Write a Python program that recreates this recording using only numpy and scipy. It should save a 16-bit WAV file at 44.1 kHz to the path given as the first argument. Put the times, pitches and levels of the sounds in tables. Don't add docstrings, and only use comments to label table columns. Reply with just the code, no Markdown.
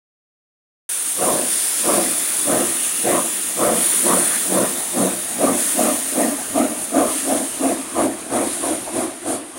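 import sys
import numpy as np
from scipy import signal
from scipy.fft import rfft, irfft, next_fast_len
from scipy.io import wavfile
from scipy.ndimage import uniform_filter1d, map_coordinates

SR = 44100
rng = np.random.default_rng(int(sys.argv[2]) if len(sys.argv) > 2 else 0)


def to_wav(sig):
    pcm = np.clip(np.atleast_2d(sig), -1, 1) * 32767
    pcm = np.round(pcm).astype(np.int16)
    wavfile.write(sys.argv[1], SR, pcm.T)


N = 422478
TIME = np.arange(N) / SR

# frequency in Hz, relative level in dB.
BOOM_FRONT = [(30, -39), (70, -16.5), (100, -21), (135, -5.5), (162, -15), (186, -1.5), (240, 1.5),
              (310, 1), (355, 6.5), (400, -10.5), (520, -34)]
BOOM_REAR = [(30, -60), (70, -15), (110, -24), (140, -28), (163, -38), (195, -7), (250, 3.5), (310, 6.5),
             (355, -4), (400, -5.5), (520, -28)]
BARK_FRONT = [(330, -41), (420, -4.5), (480, 0.5), (540, 1), (605, 1), (660, -1.5), (720, 0.5),
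              (790, -10.5), (880, -12.5), (1100, -48)]
BARK_REAR = [(330, -38), (420, -14), (480, -1), (530, -4), (595, -0.5), (640, 0.5), (700, 1.5), (790, -8.5),
             (880, -13), (1100, -51)]
RASP = [(750, -41), (920, -0.5), (1010, 2), (1110, 3.5), (1220, 3), (1400, -4.5), (1800, -7.5),
        (2400, -12.5), (5000, -39)]
# pitch in Hz, width in Hz, relative level in dB, loudest moment in
# seconds, spread around it in seconds.
CHIMNEY_MODES = [(347.7, 13, -6, 3.56, 1.3), (302, 57, -6, 2.4, 0.54), (191, 15, -8.5, 4.68, 0.74),
                 (234, 35, -8, 5.8, 1.14), (272, 20, -3, 6.5, 1.03), (335, 54, -2.5, 8.97, 1.16),
                 (116, 37, -21.5, 8.65, 0.77), (615, 23, -8, 6.3, 0.98), (1015, 25, -18.5, 2.3, 3.1),
                 (1197, 16, -17.5, 6.63, 0.45)]


def chimney():
    boom, bark, rasp = np.zeros((3, N))
    for start, open_s, db, boom_db, rasp_db in strokes():
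        slowness = (4.5 / (start + 1)) ** 0.17
        boom += amp(db + boom_db) * beat(start + .001, open_s, .025 * slowness, .08 * slowness, 1.8)
        bark += amp(db) * beat(start, open_s, .018 * slowness, .061 * slowness, sag_db=4.5)
        rasp += amp(db + rasp_db) * beat(start + .016, open_s * .92, .025, .071, sag_db=4)
    behind = np.pi / 4 * (1 + np.tanh((TIME - 5.6) / 0.42))
    turning = lambda front, rear: np.cos(behind) * noise(front) + np.sin(behind) * noise(rear)
    flutter = amp(0.4 * wobble(55))
    boom *= amp(0.56 * np.sin(behind))
    boom *= amp(-3) * turning(BOOM_FRONT, BOOM_REAR) + lobes(CHIMNEY_MODES)
    bark *= amp(-1.1) * turning(BARK_FRONT, BARK_REAR)
    rasp *= amp(-1.64) * patchy(noise(RASP), depth_db=4)
    return flutter * (boom + bark + rasp)


# start in seconds, relative level in dB.
CHUFFS = [(1.226, -21), (1.88, -20), (2.502, -21), (3.078, -19), (3.614, -19), (4.074, -20.5), (4.534, -20),
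          (4.981, -19.5), (5.42, -19.3), (5.803, -20), (6.18, -20), (6.572, -19.8), (6.96, -18.5),
          (7.291, -21), (7.637, -21.5), (7.984, -19), (8.336, -20), (8.646, -24), (8.957, -24.5),
          (9.28, -24), (9.607, -23)]
# open time in seconds at the
# usual gap between beats, boom trim in dB, rasp trim in dB.
STROKES = [(.11, -1.5, -6), (0.094, -1, -6.5), (0.088, 0.17, -6.5), (0.072, -0.3, -6)]
USUAL_GAP_S = 0.42


def strokes():
    starts, levels_db = np.transpose(CHUFFS)
    open_s, boom_db, rasp_db = np.transpose([STROKES[k % len(STROKES)] for k in range(len(starts))])
    open_s = open_s * (np.gradient(starts) / USUAL_GAP_S) ** 0.64
    rasp_db = rasp_db - 0.15 * starts
    return list(zip(starts, open_s, levels_db, boom_db, rasp_db))


def beat(start, open_s, rise_s, fall_s, sag_db):
    age = TIME - start
    opening = .5 + .5 * np.tanh(0.73 * (age / rise_s + 0.9))
    sag = amp(sag_db * (.5 - np.clip(age / open_s, 0, 1)))
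    dying = np.exp(-np.maximum(age - open_s, 0) / fall_s)
    return opening * sag * dying


# frequency in Hz, relative level in dB.
SHRILL = [(4500, -48), (5600, -20.5), (6700, -14), (8000, -11.5), (8700, -7), (9150, -3), (9500, -3),
          (9800, -4), (10150, -5), (10800, -10), (11600, -16.5), (13000, -29)]
ROAR = [(300, -2.5), (800, -6), (1400, 0.5), (2000, 0), (2700, -0.5), (3600, 0.5), (5000, -2.5),
        (6500, -7.5), (9000, -1), (13000, -34)]
SPRAY = [(7000, -35), (11000, -26), (12300, 0.5), (14000, -2), (15000, -4.5), (16000, 3)]
# pitch in Hz, width in Hz, relative level in dB, loudest moment in
# seconds, spread around it in seconds.
NOZZLE_MODES = [(1850, 100, -23.5, 4.5, 2.9), (2750, 550, -17, 2.95, 0.4), (3490, 150, -22.5, 2.9, 2.3),
                (3740, 270, -20, 5.04, 0.29), (4190, 140, -24, 4.15, 0.27), (5250, 1700, -16, 1.7, 0.48),
                (6570, 610, -18, 6.7, 1.5), (8770, 140, -8, 1, .4), (9300, 220, -8, 1.2, 0.5),
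                (10260, 320, -9.5, 2.2, 0.8), (9610, 340, -4, 4.06, 0.27), (9100, 220, -12, 4.4, 0.28),
                (9160, 410, -6, 10, 1.8)]


def drain_cocks():
    hiss_db = cock_level()
    nozzles = amp(-0.27) * patchy(noise(SHRILL), depth_db=1.47) + lobes(NOZZLE_MODES)
    shrill = amp(hiss_db - 0.25) * nozzles
    roar_db = 0.73 * hiss_db - 16.5 + surge()
    roar = amp(roar_db) * patchy(noise(ROAR), depth_db=1.32)
    shade_db = 3 * np.maximum(TIME - 6.3, 0)
    spray = amp(1.07 * hiss_db - 10 - shade_db) * patchy(noise(SPRAY), depth_db=1.5)
    sputter = amp(0.4 * wobble(30) + 0.3 * wobble(170))
    return sputter * (shrill + roar + spray)


# time in seconds, relative level in dB.
LEAK_LEVELS = [(.9, -23.5), (2.6, -22.5), (3.4, -22.5), (4.2, -23), (5, -25), (5.8, -25.5), (7.3, -30.5),
               (8.6, -34.5), (9.5, -39.5)]


def cock_level():
    surge_db = 1.73 + 0.86 * TIME
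    leak = amp(curve(LEAK_LEVELS) + surge_db * surge())
    pulses = sum(beat(start + .011, open_s, rise_s=.025, fall_s=.037, sag_db=4)
                 for start, open_s, *_ in strokes())
    return 20 * np.log10(np.hypot(leak, amp(-26.5) * pulses))


def surge(lag_beats=.27, rise_beats=.19, length_beats=2.7):
    starts = np.transpose(CHUFFS)[0]
    beat_count = np.interp(TIME, starts, np.arange(len(starts)))
    age_beats = (beat_count - lag_beats) % len(STROKES)
    return np.minimum(age_beats / rise_beats, 1) * np.maximum(1 - age_beats / length_beats, 0)


# start in seconds, open time in seconds, centre in Hz,
# width in Hz, level in dB.
PUFFS = [(2.39, 0.068, 334, 250, -37.5), (4.268, 0.098, 1744, 650, -32.5), (5.292, 0.014, 600, 500, -36),
         (6.392, 0.024, 796, 300, -35), (6.78, .07, 9700, 2000, -27), (8.458, .07, 3940, 900, -42),
         (8.869, 0.021, 648, 500, -29.5)]


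def puffs():
    return sum(amp(db) * beat(start, open_s, rise_s=.0096, fall_s=.013, sag_db=-4) * resonance(hz, width)
               for start, open_s, hz, width, db in PUFFS)


# time in seconds, level in dB.
GEAR_LEVELS = [(1, -47), (2.4, -37.5), (3.3, -42), (4.2, -32.5), (5.1, -39), (5.7, -35.5), (6.7, -38.5),
               (8.6, -36.5), (9.5, -41.5)]
# frequency in Hz, relative level in dB.
RUMBLE = [(20, -38), (60, -16.5), (125, -9.5), (160, -12.5), (190, -4), (275, 2), (350, -3), (420, -5),
          (540, -6.5), (680, -1.5), (950, -8.5), (1300, -10.5), (2000, -13), (3500, -20)]


def running_gear():
    return amp(curve(GEAR_LEVELS) + 0.33 * wobble(22)) * patchy(noise(RUMBLE), depth_db=3)


def lobes(modes):
    return sum(amp(db) * np.exp(-.5 * ((TIME - peak_s) / spread_s) ** 2) * resonance(hz, width)
               for hz, width, db, peak_s, spread_s in modes)


def resonance(hz, width_hz):
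    return turbulence(lambda f: 1 / (1 + ((f - hz) / (0.54 * width_hz)) ** 2))


def noise(spectrum):
    hz, db = np.transpose(spectrum)
    return turbulence(lambda f: amp(np.interp(np.log(f + 1), np.log(hz), db, left=-120, right=-120)))


def turbulence(response):
    size = next_fast_len(N + 8192)
    white = rfft(rng.standard_normal(N), size)
    return unit(irfft(white * response(np.fft.rfftfreq(size, 1 / SR)), size)[:N])


def patchy(sound, depth_db):
    spectrogram = signal.stft(sound, nperseg=512)[2]
    eddies = uniform_filter1d(rng.standard_normal(spectrogram.shape), size=4, axis=0)
    eddies = uniform_filter1d(eddies, size=16, axis=1)
    return unit(signal.istft(spectrogram * amp(depth_db * unit(eddies)), nperseg=512)[1][:N])


def wobble(rate):
    return map_coordinates(rng.standard_normal(int(N * rate / SR) + 4), [TIME * rate])


def curve(rows):
    return np.interp(TIME, *np.transpose(rows))


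def amp(db):
    return 10 ** (np.asarray(db) / 20)


def unit(x):
    return x / np.sqrt(np.mean(x ** 2) + 1e-20)


def scene():
    engine = chimney() + drain_cocks() + puffs() + running_gear()
    return np.array([engine, engine])


START_S, TOP_HZ = .89, 15750


def record(dry):
    gate = np.clip((TIME - START_S) / .002, 0, 1)
    low_pass = signal.ellip(12, .05, 100, TOP_HZ, fs=SR, output="sos")
    return signal.sosfilt(low_pass, dry * gate)


dry = scene()
out = record(dry)
to_wav(out)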